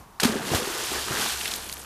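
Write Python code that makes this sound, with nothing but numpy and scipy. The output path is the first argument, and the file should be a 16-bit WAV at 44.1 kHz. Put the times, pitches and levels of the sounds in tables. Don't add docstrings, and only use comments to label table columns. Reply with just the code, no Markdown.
import sys
import numpy as np
from scipy import signal
from scipy.fft import rfft, irfft
from scipy.io import wavfile

SR = 44100
rng = np.random.default_rng(int(sys.argv[2]) if len(sys.argv) > 2 else 0)


def put_to_file(sound):
    columns = np.atleast_2d(sound).T
    safe = np.clip(columns, -1, 1)
    whole_steps = np.round(safe * 32767)
    wavfile.write(sys.argv[1], SR, whole_steps.astype(np.int16))


N = 81585
TIME = np.arange(N) / SR
CUTOFF_HZ = 15250
DECAYS_PER_T60 = np.log(1000)


def from_db(db):
    return 10 ** (np.asarray(db) / 20)


def unit_rms(x):
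    return x / np.sqrt(np.mean(x ** 2) + 1e-20)


def gain_over_time(curve):
    return from_db(np.interp(TIME, *np.transpose(curve)))


def gain_at_hz(colour, hz):
    freqs, db = np.transpose(colour)
    return from_db(np.interp(np.log(hz), np.log(freqs), db))


def band(x, low_hz, high_hz, order=2):
    high_hz = min(high_hz, .45 * SR)
    sos = signal.butter(order, [min(low_hz, high_hz - 1), high_hz], "band", fs=SR, output="sos")
    return signal.sosfilt(sos, x + 1e-18)


def burst(start, attack_s, decay_s):
    age = np.maximum(TIME - start, 0)
    return (1 - np.exp(-age / attack_s)) * np.exp(-age / decay_s)


def noise(colour):
    hz = np.arange(1, N + 2) * SR / (2 * N)
    spectrum = rfft(rng.standard_normal(2 * N)) * gain_at_hz(colour, hz) * (hz > colour[0][0])
    return unit_rms(irfft(spectrum)[:N])


def clicks(per_s, spread_db):
    sizes = from_db(spread_db * np.minimum(rng.exponential(1, N), 4))
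    signs = rng.choice([-1, 1], N)
    return sizes * signs * (rng.random(N) < per_s / SR) / np.sqrt(per_s)


def ring(x, hz, t60):
    radius = from_db(-60 / (t60 * SR))
    angle = 2 * np.pi * hz / SR
    return signal.lfilter([1, 0, -1], [1, -2 * radius * np.cos(angle), radius ** 2], x + 1e-18)


def bubbles(colour, per_s, cycles, spread_db, count=28):
    low, high = colour[0][0], min(colour[-1][0], CUTOFF_HZ)
    pitches = low * (high / low) ** ((np.arange(count) + rng.random(count)) / count)
    cloud = np.zeros(N)
    for hz in pitches:
        ringing = ring(clicks(per_s / count, spread_db), hz, t60=cycles / hz)
        cloud += gain_at_hz(colour, hz) * np.sqrt(hz) * unit_rms(ringing)
    return unit_rms(band(cloud, low, high))


# start in seconds, level in dB, decay in seconds, low and high band edges in Hz.
SLAPS = [(0.1992, -19.5, 0.0022, 1170, 2200), (0.202, -22.5, 0.0027, 1060, 7500),
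         (0.2314, -17.5, 0.011, 400, 4000), (0.2348, -16, 0.0018, 900, 11200),
         (0.2463, -19.5, 0.0077, 403, 6000), (0.2525, -21.5, 0.0036, 450, 7900),
         (0.518, -33.5, 0.036, 150, 4000), (.547, -23.5, 0.022, 130, 7000), (0.936, -35, 0.025, 617, 1170),
         (1.082, -25, 0.0024, 1190, 1530), (1.107, -33.5, 0.058, 200, 1900),
         (1.2612, -26.5, 0.0034, 755, 1290)]


def slaps():
    out = np.zeros(N)
    for start, db, decay_s, low_hz, high_hz in SLAPS:
        envelope = burst(start, attack_s=0.00058, decay_s=decay_s)
        crackle = band(clicks(per_s=22000, spread_db=0.4), low_hz, high_hz, order=1)
        crackle = band(crackle, 0.43 * low_hz, CUTOFF_HZ, order=3)
        out += from_db(db) * envelope / envelope.max() * unit_rms(crackle)
    return out


# start in seconds, pitch in Hz, level in dB, seconds to fall 60 dB.
AIR_POCKETS = [(0.222, 426, -25.5, 0.043), (.231, 200, -16, 0.044), (0.2515, 238.5, -7, 0.066),
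               (.291, 414, -26, 0.044), (0.294, 210.4, -20.5, 0.12), (.316, 570, -25, 0.029),
               (.354, 384, -24, 0.1), (.356, 220, -21.5, 0.1), (0.403, 150, -34, 0.058),
               (0.514, 139, -16.5, 0.049), (0.514, 418, -22, 0.09), (0.5441, 91, -14, 0.041),
               (.546, 290, -11.5, 0.014), (.596, 487, -28, 0.19), (.622, 398, -28.5, 0.09),
               (0.674, 385, -18, 0.037), (0.699, 333, -29, 0.082), (.745, 354, -34.5, 0.21),
               (0.791, 423, -37.5, 0.19), (.825, 358, -31, 0.066), (.917, 385, -25, 0.067),
               (.953, 363, -28.5, 0.08), (1.073, 416, -30.5, 0.076), (1.104, 130, -25.5, 0.1),
               (1.108, 360, -26, 0.072), (1.258, 780, -17.5, 0.02)]


def air_pockets():
    rise_per_s = 0.92
    out = np.zeros(N)
    for start, hz, db, t60 in AIR_POCKETS:
        age = np.maximum(TIME - start, 0)
        phase = 2 * np.pi * hz * (age + rise_per_s * age ** 2 / 2)
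        out += from_db(db) * burst(start, attack_s=0.00083, decay_s=t60 / DECAYS_PER_T60) * np.sin(phase)
    return out


# time in seconds, level in dB.
SPRAY_LEVEL = [(.197, -89), (.203, -28.5), (.228, -34.5), (.245, -32), (.275, -31.5), (.34, -39),
               (.42, -40.5), (.48, -34), (.505, -34), (.56, -29.5), (.61, -35), (.72, -34), (.84, -32),
               (.96, -32), (1.08, -35), (1.22, -28), (1.26, -30), (1.325, -29.5), (1.36, -34.5),
               (1.46, -34.5), (1.55, -35), (1.575, -39.5), (1.68, -42.5), (1.78, -48), (1.85, -45.5)]
# frequency in Hz, relative density in dB.
SPRAY_COLOUR = [(700, 0), (1500, -7.5), (2200, -7), (3200, -3), (5000, -4.5), (8000, -7.5), (12500, -10.5),
                (15000, -18)]
TINKLE_COLOUR = [(1200, -2), (1550, 8.5), (2050, -40), (2400, 4), (3200, 1.5), (4400, -1.5), (6500, -12)]


def spray():
    flow = gain_over_time(SPRAY_LEVEL)
    droplets_per_s = 11000 * np.maximum(flow / flow.max(), .1) ** 0.88
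    patter = bubbles(SPRAY_COLOUR, droplets_per_s, cycles=5.7, spread_db=1, count=44)
    tinkle = from_db(-8.5) * bubbles(TINKLE_COLOUR, per_s=750, cycles=67, spread_db=1.6, count=40)
    mist = from_db(-5.5) * noise(SPRAY_COLOUR)
    return flow * (patter + mist + tinkle)


# time in seconds, level in dB.
FOAM_LEVEL = [(.197, -62), (.21, -55), (.226, -35.5), (.245, -26), (.28, -31), (.41, -38.5), (.48, -36),
              (.51, -35), (.56, -30.5), (.61, -36), (.8, -36.5), (.9, -42.5), (.955, -33.5), (1.04, -46),
              (1.12, -32), (1.23, -34), (1.35, -67.5), (1.47, -43), (1.66, -47.5), (1.85, -50.5)]
GURGLE_LEVEL = [(.212, -71), (.232, -29), (.26, -42), (.33, -31), (.43, -39.5), (.5, -35), (.54, -27.5),
                (.59, -37), (.73, -49.5), (.88, -46), (.95, -36.5), (1.04, -48.5), (1.13, -37),
                (1.23, -38.5), (1.32, -45), (1.47, -45.5), (1.85, -56.5)]
# frequency in Hz, relative density in dB.
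FOAM_COLOUR = [(400, 12), (650, -5.5), (950, 3.5), (1500, 2), (1850, 7), (2100, -32.5), (3000, 5)]
GURGLE_COLOUR = [(100, 5.5), (150, -15.5), (200, 2.5), (290, -3.5), (400, 2), (520, -13), (700, 4.5)]


def churn():
    foam = bubbles(FOAM_COLOUR, per_s=2500, cycles=14.3, spread_db=1.5)
    gurgle = bubbles(GURGLE_COLOUR, per_s=900, cycles=16, spread_db=2.5)
    return gain_over_time(FOAM_LEVEL) * foam + gain_over_time(GURGLE_LEVEL) * gurgle


# start in seconds, level in dB, ring pitch in Hz, splat decay in seconds.
FAT_DROPS = [(1.262, -16.5, 1500, 0.0017), (1.297, -21, 1600, 0.0033), (1.348, -23, 1500, 0.0023),
             (1.373, -20, 7500, .002), (1.405, -33, 3620, 0.0034), (1.411, -19, 2680, 0.0043),
             (1.455, -16, 2660, 0.0049), (1.458, -21, 1880, 0.0034), (1.478, -18, 3200, 0.0032),
             (1.513, -21, 4420, 0.0033), (1.517, -15.5, 3900, 0.0014), (1.538, -12, 3730, 0.0018),
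             (1.555, -26, 9000, 0.0024), (1.561, -21.5, 11000, 0.0033), (1.69, -22, 5470, 0.0023),
             (1.696, -20, 2930, 0.0025), (1.726, -13, 4620, 0.00092), (1.727, -23.5, 10000, 0.003),
             (1.736, -24, 7500, .002), (1.7684, -26, 2920, 0.0018), (1.779, -31, 7000, .002),
             (1.794, -28, 9800, .001), (1.8025, -28, 11000, .001)]


def fat_drops():
    ring_cycles = 15
    out = np.zeros(N)
    for start, db, hz, decay_s in FAT_DROPS:
        low_hz, high_hz, period_s = 0.63 * hz, 1.45 * hz, 1 / hz
        spatter = band(rng.standard_normal(N), low_hz, high_hz, order=1)
        splat = unit_rms(band(spatter, low_hz, CUTOFF_HZ)) * burst(start, period_s, decay_s)
        ring_decay_s = ring_cycles * period_s / DECAYS_PER_T60
        plink = np.sin(2 * np.pi * hz * (TIME - start)) * burst(start, period_s, ring_decay_s)
        out += from_db(db) * (from_db(-6) * splat + from_db(0.5) * plink)
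    return out


# time in seconds, level in dB.
DRIZZLE_LEVEL = [(1.0, -79), (1.45, -45), (1.62, -46.5), (1.78, -42.5), (1.85, -50)]
# frequency in Hz, relative density in dB.
DRIZZLE_COLOUR = [(5000, -14), (8500, -3), (11000, 2), (13000, 4)]


def drizzle():
    return gain_over_time(DRIZZLE_LEVEL) * bubbles(DRIZZLE_COLOUR, per_s=2300, cycles=31, spread_db=5)


def bank_scatter(water):
    delay_s, t60 = 0.018, 0.27
    envelope = burst(delay_s, attack_s=delay_s, decay_s=t60 / DECAYS_PER_T60)
    tail = band(rng.standard_normal(N), low_hz=72, high_hz=4250, order=1) * envelope
    return from_db(-24) * signal.fftconvolve(water, tail / np.sqrt(np.sum(tail ** 2)))[:N]


# frequency in Hz, relative density in dB.
HUSH_COLOUR = [(25, 31), (60, 3), (110, 3), (170, 2.5), (500, -7), (1050, 2), (1600, -12.5), (2500, -17),
               (6000, -18.5), (15000, -21)]
# time in seconds, relative level in dB.
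HUSH_SWELL = [(0, 6), (.06, 0.5), (.14, 0.5), (.2, 1.5), (.8, 4), (1.85, 0.5)]
# time in seconds, level in dB.
RUMBLE_LEVEL = [(0, -58.5), (.15, -72), (.3, -51), (.8, -55), (.9, -50), (1.3, -49), (1.85, -53)]


def background():
    rumble_hz, half_width_hz = 68.8, 4.4
    rumble = band(rng.standard_normal(2 * N), rumble_hz - half_width_hz, rumble_hz + half_width_hz)
    rumble = unit_rms(rumble[N:])
    hush = from_db(-46.5) * gain_over_time(HUSH_SWELL) * noise(HUSH_COLOUR)
    return hush + gain_over_time(RUMBLE_LEVEL) * rumble


def scene():
    water = slaps() + air_pockets() + fat_drops() + spray() + drizzle() + churn()
    return (water + bank_scatter(water) + background())[None]


def record(dry):
    heard = band(dry, low_hz=54.3, high_hz=14800, order=3)
    return signal.sosfilt(signal.ellip(10, .2, 80, CUTOFF_HZ, fs=SR, output="sos"), heard)


dry = scene()
out = record(dry)
put_to_file(out)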